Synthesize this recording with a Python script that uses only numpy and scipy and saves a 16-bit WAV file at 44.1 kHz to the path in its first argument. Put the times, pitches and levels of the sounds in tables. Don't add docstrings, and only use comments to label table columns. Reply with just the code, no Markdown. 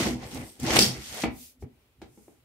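import sys
import numpy as np
from scipy import signal
from scipy.fft import rfft, irfft, next_fast_len
from scipy.io import wavfile
from scipy.ndimage import map_coordinates

SR = 44100
rng = np.random.default_rng(int(sys.argv[2]) if len(sys.argv) > 2 else 0)


def inscribe(sig):
    pcm = np.round(np.clip(np.atleast_2d(sig).T, -1, 1) * 32767)
    wavfile.write(sys.argv[1], SR, pcm.astype(np.int16))


N = 107868
TIME = np.arange(N) / SR


def amp(db):
    return 10 ** (np.asarray(db) / 20)


def unit(x):
    return x / np.sqrt(np.mean(x ** 2) + 1e-20)


def along(points, hz):
    point_hz, value = np.transpose(points)
    return np.interp(np.log(hz + 1), np.log(point_hz + 1), value)


def wobble(rate):
    knots = rng.standard_normal(int(N * rate / SR) + 4)
    return map_coordinates(knots, [TIME * rate])


def filtered(x, response):
    m = next_fast_len(x.shape[-1] + SR // 2)
    spectrum = rfft(x, m) * response(np.fft.rfftfreq(m, 1 / SR))
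    return irfft(spectrum, m)[..., :x.shape[-1]]


def peak(f, hz, width):
    return 1j * f * width / (hz * hz - f * f + 1j * f * width)


def modes(f, table, sign=-1):
    return sum(sign ** k * amp(db) * peak(f, hz, width) for k, (hz, width, db) in enumerate(table))


# frequency_hz, correlation (-1 to 1)
LIKENESS = [(30, -0.6), (60, 0.96), (125, 0.97), (400, 0.87), (800, .6), (1400, .1), (3000, -.1),
            (12000, 0)]


def spread(pair, colour):
    def mid_side(hz):
        angle = np.arccos(np.clip(along(LIKENESS, hz), -1, 1)) / 2
        return colour(hz) * [np.cos(angle), np.sin(angle)]

    mid, side = filtered(pair, mid_side)
    return unit(np.array([mid + side, mid - side]))


SLIPS_PER_S, SLIP_SPREAD_DB = 500, 0.5


def friction(share):
    slips = (rng.random(N) < SLIPS_PER_S / SR) * amp(SLIP_SPREAD_DB * rng.exponential(size=N))
    bursts = unit(signal.lfilter([1], [1, -.97], slips))
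    return rng.standard_normal((2, N)) * (1 - share + share * bursts)


# start_s, box_rumble_db, low_rasp_db, high_rasp_db, grit_db, fine_hiss_db,
# runner_ring_db
SLIDE = [(0.0, -24, -35, -31.5, -29.5, -37, -49.5), (0.034, -41.5, -36.5, -33, -32.5, -41, -45),
         (0.07, -32, -32.5, -36.5, -37, -42.5, -47), (0.146, -37.5, -51, -50, -50, -54.5, -61),
         (0.16, -39.5, -44.5, -53.5, -54.5, -60.5, -65), (0.196, -54, -51.5, -55.5, -59, -65, -70),
         (0.242, -47.5, -44, -48.5, -48, -58, -59), (0.282, -50.5, -52, -54, -55.5, -52.5, -67.5),
         (0.344, -49, -53, -52, -47, -52, -58.5), (0.356, -50, -44, -48.5, -48.5, -50.5, -57),
         (0.428, -45, -49.5, -50.5, -55.5, -54.5, -69), (0.486, -56.5, -58, -63.5, -56.5, -51, -60),
         (0.534, -65.5, -74, -70, -63.5, -58.5, -73), (0.592, -65, -64, -65.5, -64, -64, -75.5),
         (0.6, -32, -66.5, -60, -48, -55.5, -65), (0.616, -72, -57, -53, -54, -53.5, -58.5),
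         (0.644, -31, -40.5, -42.5, -45.5, -45, -51), (0.67, -30, -39, -36, -35.5, -48.5, -42),
         (0.684, -32, -30, -35, -32, -42.5, -48.5), (0.756, -27, -30.5, -25.5, -28, -34, -42),
         (0.766, -32, -22.5, -21, -24.5, -24, -37), (0.784, -30.5, -29, -28.5, -38, -30.5, -38.5),
         (0.79, -24, -19, -22, -25.5, -34.5, -17), (0.8, -27, -40, -37.5, -27, -31, -30.5),
         (0.818, -27, -38, -31, -21, -24, -21), (0.916, -46, -46, -47.5, -42.5, -47, -43),
         (0.984, -44, -54.5, -50.5, -51, -55.5, -58), (1.052, -59.5, -64, -52.5, -45, -49, -56.5),
         (1.196, -53.5, -39, -43.5, -41.5, -44.5, -74.5), (1.225, -54, -63, -42, -38, -42, -62.5)]
# pitch_hz, width_hz, relative level_db
BOX = [(137.2, 17, -16.5), (208, 22, 0.5), (250.3, 29, -5.5), (317.3, 41, -3.5), (407, 40, -5.5),
       (478, 130, -12), (572, 76, -11.5), (681.4, 25, -11.5), (790, 110, -8), (924, 190, -12),
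       (1140, 380, -17), (1340, 130, -9), (1720, 92, -21.5), (1910, 840, -7), (2261, 320, 5.5),
       (3250, 730, -20.5)]
# pitch_hz, width_hz, relative level_db
RUNNER = [(4690, 96, -10), (5130, 130, -11.5), (5225, 300, -10.5), (5760, 130, -14)]
# frequency_hz, density_db (per Hz)
LOW_RASP = [(260, -33.5), (450, -7.5), (553, -8.5), (692, -9.5), (748, -6), (994, -15), (1100, -14),
            (1430, -44), (2420, -120)]
HIGH_RASP = [(650, -35.5), (1100, -8.5), (1340, -2.5), (1650, -5.5), (1730, -3), (2070, 0.5), (3200, -7.5),
             (4160, -34), (7040, -120)]
GRIT = [(1880, -25.5), (3200, -6.5), (3390, -8), (5010, -8.5), (5580, -8), (6190, -8.5), (7500, -12.5),
        (9750, -53.5), (16500, -120)]
HISS = [(4410, -41), (7500, -4.5), (8000, 2.5), (9550, 0), (10100, -5), (12000, -2), (15600, -15.5)]
STOP_FADE_DB_PER_S = 493
JUDDER_DB = 0.5
SLIP_SHARES = [.31, .31, .31, .4, .3, .4]


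def slide():
    def box_colour(hz):
        low_pass = 1 / (1 + (hz / 480) ** 6)
        high_pass = 1 / (1 + (160 / (hz + 1)) ** 6)
        return modes(hz, BOX) * low_pass * high_pass

    colours = [box_colour]
    colours += [lambda hz, p=p: amp(along(p, hz)) for p in (LOW_RASP, HIGH_RASP, GRIT, HISS)]
    colours += [lambda hz: modes(hz, RUNNER)]
    start_s, *levels_db = np.transpose(SLIDE)
    fade_db = -STOP_FADE_DB_PER_S * np.maximum(TIME - start_s[-1], 0)
    judder_db = JUDDER_DB * wobble(70.55)
    out = np.zeros((2, N))
    for level_db, colour, share in zip(levels_db, colours, SLIP_SHARES):
        envelope = amp(np.interp(TIME, start_s, level_db) + fade_db + judder_db)
        out += envelope * spread(friction(share), colour)
    return out


CRACK_WIDTH = 1.3
SNAP_RISE_S = 0.0018
# start_s, peak level_db, centre_hz, t60_s
SNAPS = [(0.2327, -37.5, 3000, 0.0081), (0.346, -31, 8806, 0.011), (0.599, -30.5, 7900, 0.015),
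         (0.6303, -28.5, 6847, 0.025), (0.664, -21, 4510, .012), (0.7652, -6.5, 2590, 0.033),
         (0.7897, -1.5, 4200, 0.014), (1.145, -31, 10000, 0.012)]


def snaps():
    out, t = np.zeros((2, N + SR)), np.arange(SR // 10) / SR
    for start_s, level_db, centre_hz, t60_s in SNAPS:
        decay = amp(-60 * t / t60_s) * (1 - np.exp(-t / SNAP_RISE_S))
        crack = rng.standard_normal((2, len(t))) * decay
        crack = filtered(crack, lambda f: peak(f, centre_hz, centre_hz * CRACK_WIDTH) ** 2)
        out[:, round(start_s * SR):][:, :len(t)] += amp(level_db) * crack / np.abs(crack).max()
    return out[:, :N]


PUSH_S, RATTLE_T60_S, RATTLE_DB = .002, 0.17, -24.5
FRONT_T60_S, FRONT_RISE_S = 0.089, .002
CLICK_T60_S, CLICK_RISE_S = 0.08, .0005
REBOUND_S, REBOUND_DB = 0.017, -9.5
# start_s, box ring peak level_db, low_cut_hz, high_cut_hz, click_db, click_hz,
# front board pitch_hz, front_db (click and front relative to the ring's peak, before their envelopes)
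KNOCKS = [(1.2363, -16.5, 231, 930, -6, 2000, 324, -6), (1.624, -35.5, 150, 690, -14.5, 1363, 378.4, -6),
          (2.0164, -35, 241, 870, -6.5, 2860, 342, -2.5), (2.1744, -46.5, 220, 600, -16, 1700, 335, -2.5),
          (2.2797, -45.5, 215, 586, -20, 1800, 344.5, -0.5), (2.436, -71.5, 100, 299, -35, 1800, 299, -10)]


def knocks():
    out, t = np.zeros((2, N + SR)), np.arange(SR // 2) / SR
    for start_s, level_db, low_hz, high_hz, click_db, click_hz, front_hz, front_db in KNOCKS:
        noise = rng.standard_normal((4, len(t)))
        push = 0.46 * noise[0] * (t / PUSH_S) * np.exp(-t / PUSH_S)
        rattle = amp(RATTLE_DB - 60 * t / RATTLE_T60_S) * noise[1]

        def struck_box(f):
            high_pass = 1 / (1 + (low_hz / (f + 1)) ** 3)
            low_pass = 1 / (1 + (f / high_hz) ** 3)
            return modes(f, BOX, sign=0.96) * high_pass * low_pass

        ring = filtered(push + rattle, struck_box)
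        front_envelope = amp(front_db - 60 * t / FRONT_T60_S) * (1 - np.exp(-t / FRONT_RISE_S))
        front = front_envelope * np.sin(2 * np.pi * front_hz * t)
        body = ring / np.abs(ring).max() + front
        click = amp(click_db - 60 * t / CLICK_T60_S) * (1 - np.exp(-t / CLICK_RISE_S)) * noise[2:]
        click = filtered(click, lambda f: peak(f, click_hz, click_hz * CRACK_WIDTH) ** 2)
        out[:, round(start_s * SR):][:, :len(t)] += amp(level_db) * (body + click)
        rebound_s = start_s + REBOUND_S
        out[:, round(rebound_s * SR):][:, :len(t)] += amp(level_db + REBOUND_DB) * body
    return out[:, :N]


# start_s, lowest_db, middle_db, upper_db
DRUM = [(0.0, -49, -30.5, -30), (0.09, -37, -38.5, -36.5), (0.18, -46, -45, -38), (0.24, -43.5, -52, -52),
        (0.3, -57, -52, -68), (0.35, -49, -43, -40), (0.39, -39, -45, -43), (0.44, -49, -48, -46),
        (0.53, -69, -81, -66), (0.58, -70, -75, -76), (0.63, -45, -31.5, -34), (0.69, -44, -43, -55),
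        (0.71, -34.5, -51, -50), (0.81, -35, -25, -72), (0.83, -36.5, -36, -45), (0.87, -53, -30, -37.5),
        (0.92, -77, -37, -46), (0.98, -42.5, -48, -75), (1.07, -66, -63, -69), (1.12, -49.5, -53, -53),
        (1.16, -58, -62, -65), (1.2, -60, -72, -85), (1.24, -57, -40, -40), (1.26, -38, -41.5, -32),
        (1.49, -72, -82.5, -74.5), (1.58, -73, -80, -66), (1.64, -40, -48, -59), (1.67, -64, -51, -50),
        (1.81, -70, -90, -86), (1.96, -71, -78.5, -81), (2.03, -54, -57, -60.5), (2.12, -72, -62.5, -75),
        (2.19, -65, -74, -69), (2.44, -72.5, -73, -78.5)]
# pitch_hz, width_hz
PANELS = [(72, 35), (126, 26), (251, 18)]


def drumming():
    start_s, *levels_db = np.transpose(DRUM)
    out = np.zeros((2, N))
    for level_db, (hz, width) in zip(levels_db, PANELS):
        hum = spread(rng.standard_normal((2, N)), lambda f: peak(f, hz, width) * peak(f, hz, 3 * width))
        out += amp(np.interp(TIME, start_s, level_db)) * hum
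    return out


# middle_s, half_length_s, level_db, centre_hz, width_hz
BRUSHES = [(1.426, 0.076, -46.5, 9270, 30000), (1.623, 0.02, -61.5, 5660, 5900),
           (2.218, 0.14, -64.5, 7990, 4900)]
# frequency_hz, density_db (per Hz)
CLOTH = [(880, -54), (1500, -30), (2220, -13), (3040, -14), (5800, -11.5), (7850, -12.5), (12600, -10.5),
         (15600, -13)]


def cloth():
    out = np.zeros((2, N))
    for middle_s, half_s, level_db, hz, width in BRUSHES:
        swell = amp(level_db + 0.5 * wobble(30)) * np.exp(-((TIME - middle_s) / half_s) ** 2)
        out += swell * spread(friction(.1), lambda f: amp(along(CLOTH, f)) * peak(f, hz, width))
    return out


FLOOR_DB = -69.5
# frequency_hz, density_db (per Hz)
FLOOR = [(88, -57), (150, -12.5), (374, -8.5), (608, -12.5), (932, -16.5), (1350, -17), (1460, -17.5),
         (1610, -18.5), (2510, -16), (6380, -26.5), (15600, -24)]


def room_floor():
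    hush = spread(rng.standard_normal((2, N)), lambda hz: amp(along(FLOOR, hz)))
    return amp(FLOOR_DB + 1.5 * wobble(5)) * hush


HITS_ROOM_DB, SLIDE_ROOM_DB = -4.5, -13.5
# frequency_hz, t60_s
ROOM = [(150, 0.3), (1000, 0.26), (5000, .25), (12000, 0.094)]


def room(x):
    hz, t, bands = signal.stft(rng.standard_normal((2, SR // 2)), SR, nperseg=256)
    decay = amp(-60 * t / along(ROOM, hz)[:, None])
    tail = signal.istft(bands * decay, SR, nperseg=256)[1]
    delayed = np.pad(x, ((0, 0), (200, 0)))
    return signal.fftconvolve(delayed, tail / np.linalg.norm(tail[0]), axes=1)[:, :N]


def scene():
    hits, rub = snaps() + knocks(), slide()
    reverb = room(amp(HITS_ROOM_DB) * hits + amp(SLIDE_ROOM_DB) * rub)
    return rub + hits + reverb + drumming() + cloth() + room_floor()


TOP_HZ = 15740


def record(dry):
    return filtered(dry, lambda hz: hz < TOP_HZ)


dry = scene()
out = record(dry)
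inscribe(out)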